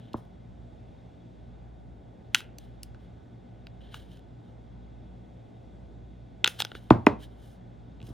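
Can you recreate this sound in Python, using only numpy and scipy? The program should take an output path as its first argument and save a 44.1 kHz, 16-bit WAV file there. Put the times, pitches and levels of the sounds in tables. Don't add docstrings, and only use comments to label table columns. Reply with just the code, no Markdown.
import sys
import numpy as np
from scipy import signal
from scipy.fft import rfft, irfft
from scipy.io import wavfile
from scipy.ndimage import uniform_filter1d

SR = 44100
rng = np.random.default_rng(int(sys.argv[2]) if len(sys.argv) > 2 else 0)


def materialize(psi):
    bounded = np.clip(np.atleast_2d(psi).T, -1, 1)
    quanta = np.round(bounded * 32767).astype(np.int16)
    wavfile.write(sys.argv[1], SR, quanta)


def amplitude_ratio(level_db):
    exponent = np.asarray(level_db, float) / 20
    return 10 ** exponent


N = 358513
HZ = np.fft.rfftfreq(N, 1 / SR)
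TIME = np.arange(N) / SR


def read(table, hz):
    f, value = np.transpose(table)
    return np.interp(np.log(hz + 1), np.log(f), value)


def shape(x, gain):
    return irfft(rfft(x) * gain, N)


def level(x, db, lo_hz=24.0, hi_hz=19630.0):
    inside = shape(x, (HZ > lo_hz) & (HZ < hi_hz))
    return x * amplitude_ratio(db) / np.sqrt(np.mean(inside ** 2))


def walk(rate_hz):
    hold = int(SR / rate_hz)
    steps = np.repeat(rng.standard_normal(N // hold + 1), hold)
    return 1.3 * uniform_filter1d(uniform_filter1d(steps, hold), hold)[:N]


def add(out, s, x):
    i = int(s * SR)
    out[i:i + len(x)] += x[:N - i]


def decay(t, t60):
    return np.exp(-np.log(1000) * t / t60)


def octave_band(hz):
    edges = [hz / np.sqrt(2), min(hz * np.sqrt(2), .45 * SR)]
    return signal.butter(2, edges, "band", fs=SR, output="sos")


def ring(modes, edges, band_db, push, scatter_db, crack, pitch=0.99):
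    hz, db, t60 = np.transpose(modes)[:, :, None]
    t = np.arange(len(push)) / SR
    strength, detune = rng.standard_normal((2, len(modes), 1))
    tone = np.sin(2 * np.pi * hz * pitch * (1 + .02 * detune) * t)
    rings = amplitude_ratio(db + scatter_db * strength) * decay(t, t60) * tone
    rings[:, 0] = crack
    band = np.searchsorted(edges, hz[:, 0]) - 1
    out = 0
    for k, peak_db in enumerate(band_db):
        part = signal.fftconvolve(rings[band == k].sum(axis=0), push)[:len(t)]
        part = signal.sosfilt(signal.butter(2, edges[k:k + 2], "band", fs=SR, output="sos"), part)
        out = out + amplitude_ratio(peak_db) * part / np.abs(part).max()
    return out


# (f/Hz, level/dB, t60/s)
SHELL_MODES = [(950, -16, .012), (1500, 0, .016), (1950, -10, .007), (2550, -9, .006), (2900, 0, .007),
               (3390, 0, .007), (3850, -1, .006), (4300, -3, .006), (5100, 3, .005), (6200, -1, .004),
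               (7250, -9, .004), (7900, -10, .004), (9400, -3, .003), (10200, 0, .003), (11300, -2, .003),
               (12200, -3, .003), (14500, -2, .003), (15500, -3, .003)]
SHELL_BANDS = (850, 2200, 4600, 8500, 17000)
# (f/Hz, level/dB, t60/s)
PALM_MODES = [(463, -3, 0.0066), (810, 0, .009)]
PALM_BAND = (300, 1100)


def contact(contact_ms, palm_db, s, mid_db, low_db, high_db, spot_hz):
    spot_boost_db, spot_octaves = 9.5, 0.16
    slip_s, slip_palm_db = 6.55, 7
    t, tau = np.arange(2048) / SR, contact_ms / 1000
    push = rng.standard_normal(len(t)) * (t / tau) ** 0.54 * np.exp(-t / tau)
    push[int(tau * SR)] = 0.83 / contact_ms
    tick_db = -5 + 1.25 * high_db
    modes = []
    for hz, db, t60 in SHELL_MODES:
        nearness = np.exp(-(np.log2(hz / spot_hz) / spot_octaves) ** 2)
        modes.append((hz, db + spot_boost_db * nearness, t60))
    bands_db = mid_db + np.array([low_db, 0, high_db, tick_db])
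    rock_db = mid_db + low_db + palm_db + (s > slip_s) * slip_palm_db
    shell = ring(modes, SHELL_BANDS, bands_db, push, 2.0, 1.0)
    return shell + ring(PALM_MODES, PALM_BAND, [rock_db], push, 2.8, 0)


# (t/s, mid ring peak level/dB, hollow ring rel level/dB, high ring rel level/dB, loudest mode f/Hz)
TAPS = [(2.3466, -1, -12, -6.5, 3080), (2.3532, -13, -9, -9, 2830), (2.4046, -35, -1, -3.5, 2600),
        (2.9461, -51.5, 4.5, -6, 3170), (3.669, -34, -12, -13.5, 4076), (4.1724, -55, -6, -1, 2970),
        (8.0027, -45, -16, -21, 2570), (8.0159, -43.5, -21, -13, 2560), (8.0274, -46, -17, -7, 2937),
        (8.0692, -46.5, -26.5, -6.5, 3370), (8.0897, -54, -20, 1, 3220)]
# columns as the taps, t/s, 3 x level/dB, f/Hz
RATTLES = [(6.4433, -1, -22, -16.5, 3620), (6.4452, -10.5, -6.5, -5.5, 3490),
           (6.4544, -26.5, -18.5, -15.5, 3380), (6.4592, -15.5, -6, -17.5, 2760),
           (6.4654, -17, -12, -16.5, 2820), (6.4754, -12.5, -7.5, -3.5, 4150),
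           (6.4852, -29.5, -9.5, -7.5, 2790), (6.5899, -33, -10.5, -13, 2800),
           (6.6045, -22, -12.5, -10, 3350), (6.6112, -30.5, -18, -14, 3770), (6.6204, -12, -16, -9.5, 4430),
           (6.6426, -41, -16.5, -11, 3950), (6.6491, -22.5, -8.5, -2, 3390),
           (6.6682, -40.5, -18, -19, 3150), (6.7168, -34.5, -2.5, -19, 3090),
           (6.751, -32.5, -2.5, -18, 3010)]
# columns as the taps, t/s, 3 x level/dB, f/Hz
SCRAPE_HITS = [
    (2.3634, -34, -6.5, -8, 2600),
    (2.584, -41, -20, 6, 4300),
    (2.8315, -40.5, -22, 10.5, 3020),
    (3.9424, -32, 0.5, -10, 3000),
    (6.4771, -14, -13.5, -11, 3510),
    (6.6019, -14.5, -8.5, -8, 3550),
]
# columns as the taps, t/s, 3 x level/dB, f/Hz
CAN_LANDINGS = [
    (0.1321, -41.5, -30, -5, 3720),
    (6.9043, -19, -31.5, -12.5, 2990),
    (7.065, -29.5, -27.5, 0.5, 2600),
]
# (f/Hz, width f/Hz, level/dB)
SHELL_GAPS = [(2310, 350, -5), (4650, 500, -6), (8700, 1500, -7.5)]


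def clicks():
    out = np.zeros(N)
    kinds = ((TAPS, 0.45, -22), (RATTLES, .48, -8.5), (SCRAPE_HITS, 1.1, -9), (CAN_LANDINGS, 1.2, -np.inf))
    for table, contact_ms, palm_db in kinds:
        for event in table:
            add(out, event[0], contact(contact_ms, palm_db, *event))
    gaps_db = sum(db * np.exp(-(2 * (HZ - hz) / width) ** 2) for hz, width, db in SHELL_GAPS)
    return shape(out, amplitude_ratio(gaps_db))


# (t/s, body peak level/dB, boom rel level/dB, knock rel level/dB, clack rel level/dB)
DESK_BLOWS = [
    (0.141, -22.5, -11.5, -1, -36),
    (6.905, -0.17, -13, 0.1, -28),
    (6.955, -23, -12, -20, -24.5),
    (7.066, -2, -33, -2.5, -3.5),
    (7.1, -31, -16, -1.16, -6),
    (8.026, -40, 5.5, -21, -24.5),
    (8.084, -38, -15, -26, -29),
    (8.1, -38, 1.5, -29.5, -29.5),
]
# (f/Hz, level/dB, t60/s)
DESK_MODES = [(55.1, -7, 0.053), (89, -3.5, 0.14), (114, 2, 0.19), (232.8, -5.5, 0.041), (313, 3, 0.036),
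              (399.4, -6.5, 0.046), (494.5, -18, 0.04074), (586, -14.5, 0.06), (911.7, 6.5, 0.013),
              (1010, 11.5, 0.01), (1297, -13, .006), (1693, -6, 0.0053), (2050, 8, 0.014),
              (2406, 5.5, 0.015), (3000, -19.5, 0.0073)]
DESK_BANDS = (35, 185, 700, 1500, 5000)
# (f/Hz, level/dB, t60/s)
SHUDDER_BANDS = [(97, -31.5, 0.4), (201.2, -23, 0.26), (387, -26.5, 0.21), (790, -24, 0.21),
                 (1636, -36.5, 0.11), (3225, -50, 0.21), (6430, -65.5, 0.1091), (12000, -80, 0.077)]


def thuds():
    bend_ms = 1.8
    deep_db_per_oct, even_boom_db = 1.3, -23
    even_clack_db = -14
    out, push = np.zeros(N), np.zeros(16384)
    push[:13] = -np.hanning(13)
    t, hz = np.arange(len(push)) / SR, np.fft.rfftfreq(len(push), 1 / SR)
    late_s = bend_ms / 1000 * np.sqrt(1000 / np.clip(hz, 60, 1100))
    slow = np.exp(-2j * np.pi * np.cumsum(late_s) * hz[1])
    for s, db, boom_db, knock_db, clack_db in DESK_BLOWS:
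        tilt = -deep_db_per_oct * np.clip(boom_db - even_boom_db, -8, 8)
        modes = [(f, mode_db + tilt * np.log2(np.clip(f, 220, 420) / 300), t60)
                 for f, mode_db, t60 in DESK_MODES]
        bands_db = db + np.array([boom_db, 0, knock_db, clack_db])
        blow = irfft(rfft(ring(modes, DESK_BANDS, bands_db, push, 0.9, 0, pitch=1.01)) * slow)
        for f, tail_db, t60 in SHUDDER_BANDS:
            noise = signal.sosfilt(octave_band(f), rng.standard_normal(len(t)))
            if f < DESK_BANDS[1]:
                tail_db += .4 * (boom_db - even_boom_db)
            if f > DESK_BANDS[3]:
                tail_db += .25 * (clack_db - even_clack_db)
            fade = decay(t, t60) * (1 - np.exp(-t / 0.0016))
            blow += amplitude_ratio(db + tail_db) * noise / noise.std() * fade
        add(out, s - .0002, blow)
    return out


# (t/s, rasp level/dB, 30 dB fall t/s, hiss rel level/dB)
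SLIDES = [(0.0, -65.5, 0.38, -19), (.17, -75, 0.1433, 4.5), (2.356, -43.5, 0.0937, -7.5),
          (2.6, -66, .22, -8), (2.84, -70, 0.06, 5), (3.812, -62.5, 0.25, -22), (3.945, -54, 0.18, -9.5),
          (6.49, -50, 0.12, -1), (6.752, -48, 0.04, -17), (6.762, -68.5, 0.6, -5.5)]
# (middle t/s, length t/s, rasp level/dB, hiss rel level/dB)
FINGER_STROKES = [(2.381, 0.07, -53, -8), (3.03, 0.093, -76, -12), (3.862, 0.057, -70, -24),
                  (3.931, .05, -60, -14), (4.144, 0.086, -65, -11.5), (4.48, .11, -75.5, -16.5),
                  (6.577, 0.076, -66.5, -11.5), (6.608, 0.03, -35, -6.5), (6.649, 0.0183, -53, -6.5),
                  (6.696, .11, -63, -9), (7.23, 0.057, -57.5, -7), (7.34, 0.2, -76, -10),
                  (7.48, 0.15, -70.5, -1), (8.08, 0.1, -69, -1)]
# (f/Hz, width f/Hz, level/dB)
RASP_PEAKS = [(1619.4, 350, -4), (2180, 600, -11), (3100, 420, 0.5), (3700, 700, -3.5)]


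def rubs():
    attack_s = .008
    stroke_edge = 2.6
    hiss_edge_hz, hiss_tilt_db_per_oct = 4700, -5
    snags_db = 3 * rng.exponential(size=N) * (rng.random(N) < .05)
    slips = rng.standard_normal(N) * amplitude_ratio(snags_db + 1.8 * walk(120))
    rasp_power = sum(amplitude_ratio(2 * db) / (1 + (2 * (HZ - hz) / width) ** 4) for hz, width, db in RASP_PEAKS)
    rasp = level(shape(slips, np.sqrt(rasp_power)), 0)
    body = np.sqrt(sum(amplitude_ratio(2 * db) / (1 + ((HZ - hz) / (hz / 12)) ** 2) for hz, db, _ in SHELL_MODES))
    tilt = amplitude_ratio(hiss_tilt_db_per_oct * np.log2((HZ + 1) / hiss_edge_hz))
    high = tilt / (1 + (hiss_edge_hz / (HZ + 1)) ** 6)
    hiss = level(shape(slips, body * high), 0)
    rasp_pressure, hiss_pressure = np.zeros(N), np.zeros(N)
    for s, db, fall_s, hiss_db in SLIDES:
        rise = np.clip((TIME - s) / attack_s + 1, 0, 1)
        press = rise * amplitude_ratio(db - 30 * np.clip(TIME - s, 0, None) / fall_s)
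        rasp_pressure += press
        hiss_pressure += press * amplitude_ratio(hiss_db + 1.0)
    for s, length_s, db, hiss_db in FINGER_STROKES:
        press = amplitude_ratio(db) * np.exp(-np.abs(2 * (TIME - s) / length_s) ** stroke_edge)
        rasp_pressure += press
        hiss_pressure += press * amplitude_ratio(hiss_db + 1.0)
    return rasp * rasp_pressure + hiss * hiss_pressure


# (f/Hz, t60/s)
REVERB_TIME = [(100, 0.24), (400, 0.4), (1500, .33), (5000, 0.18), (14000, 0.06)]
# (f/Hz, level/dB)
DIFFUSE_SIDE = [(60, 0.5), (110, -13), (200, -10), (380, -3), (700, 2.5), (1290, 1), (2380, -22),
                (4400, -13.5), (8120, -12), (15000, 5)]


def room(x):
    room_db, delay_s = -23, 0.0013
    t = np.arange(SR // 2) / SR
    tails = np.zeros((2, len(t)))
    for hz in 60 * 2. ** np.arange(9):
        noise = signal.sosfilt(octave_band(hz), rng.standard_normal(tails.shape))
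        tails += noise * decay(t, read(REVERB_TIME, hz))
    tails *= 1 - np.exp(-(t / delay_s) ** 2)
    tails /= np.sqrt(np.sum(tails[0] ** 2))
    mid, side = signal.fftconvolve(x[None], tails, axes=1)[:, :N] * amplitude_ratio(room_db)
    return mid, shape(side, amplitude_ratio(read(DIFFUSE_SIDE, HZ)))


MOTOR_HZ = (57.45, 58.38, 114.9, 116.76, 119.75, 172.35, 177.2, 229.8, 233.5, 239.5, 1492)
MOTOR_DB = (-56, -57.5, -57, -71.5, -58.5, -72, -65.5, -73.5, -71.5, -65, -82)


def hum():
    in_step_s = .65
    mid = np.zeros(N)
    for hz, db in zip(MOTOR_HZ, MOTOR_DB):
        swell = amplitude_ratio(db + 0.77 * walk(1.9)) * np.sqrt(2)
        mid += swell * np.cos(2 * np.pi * hz * (TIME - in_step_s))
    return mid, shape(mid, amplitude_ratio(read(DIFFUSE_SIDE, HZ) - 7.5) * np.exp(1.75j))


# (f/Hz, level/dB per Hz)
AIR_COLOUR = [(22, -22), (45, -6), (70, 2), (200, -1.5), (320, -6.5), (500, -12), (750, -12.5),
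              (1050, -25.5), (1600, -28), (3900, -35), (4800, -39.5), (7800, -46), (8500, -51.5),
              (16000, -61)]
# (f/Hz, width f/Hz, level/dB)
DUCT_PEAKS = [(81, 9, 0.5), (185, 7.6, 6), (285.8, 47, 1.5), (2073, 67, 4.5), (3370, 76, 11),
              (3689, 54, 11.5)]


def air():
    ducts_db = sum(db / (1 + (2 * (HZ - hz) / width) ** 2) for hz, width, db in DUCT_PEAKS)
    colour = amplitude_ratio(read(AIR_COLOUR, HZ) + ducts_db)
    ports = np.array([HZ > 0, amplitude_ratio(read(DIFFUSE_SIDE, HZ))])
    spectra = rfft(rng.standard_normal((2, N))) * colour * ports
    octave, out = np.log2(HZ / 40 + 1e-3), np.zeros((2, N))
    for k in range(10):
        band = np.clip(1 - abs(octave - k), 0, 1)
        out += irfft(spectra * band, N) * amplitude_ratio(.8 * walk(4.1))
    return out * level(out[0], -58.5, 260., 1200.0).std() / out[0].std()


# (f/Hz, level/dB)
DESK_SIDE = [(60, -14), (110, -13), (200, -16), (380, -15), (700, -6), (1290, -14), (2380, -15),
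             (4400, -12), (8120, -8.5), (15000, 3)]
# (f/Hz, level/dB)
DESK_LEFT = [(60, -1.5), (110, -0.5), (200, -1.5), (380, -1.5), (700, 0.705), (1290, 0.97), (2380, -0.13),
             (4400, 0.38), (8120, 0.0), (15000, -0.18)]


def scene():
    light, heavy = clicks() + rubs(), thuds()
    near = light + heavy
    lean = np.tanh(read(DESK_LEFT, HZ) * np.log(10) / 40)
    lag = np.sqrt(np.clip(amplitude_ratio(2 * read(DESK_SIDE, HZ)) - lean ** 2, 0, None))
    direct = np.array([near, shape(near, lean + 1j * lag)])
    mid, side = direct + room(light + amplitude_ratio(-3) * heavy) + hum() + air()
    return np.array([mid + side, mid - side])


def roll_off(x):
    return signal.sosfilt(signal.butter(12, 16970, fs=SR, output="sos"), x)


# (f/Hz, level/dB)
MIC_RESPONSE = [(15, -6), (45, 0), (70, 0.5), (12200, -1), (12600, -14.5), (13500, -20.5), (14000, 0),
                (15900, -2.5), (16200, -40)]


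def record(dry):
    limit = .93
    heard = shape(dry, amplitude_ratio(read(MIC_RESPONSE, HZ)))
    rounded = heard / (1 + np.abs(heard / limit) ** 8) ** .125
    return roll_off(rounded)


dry = scene()
out = record(dry)
materialize(out)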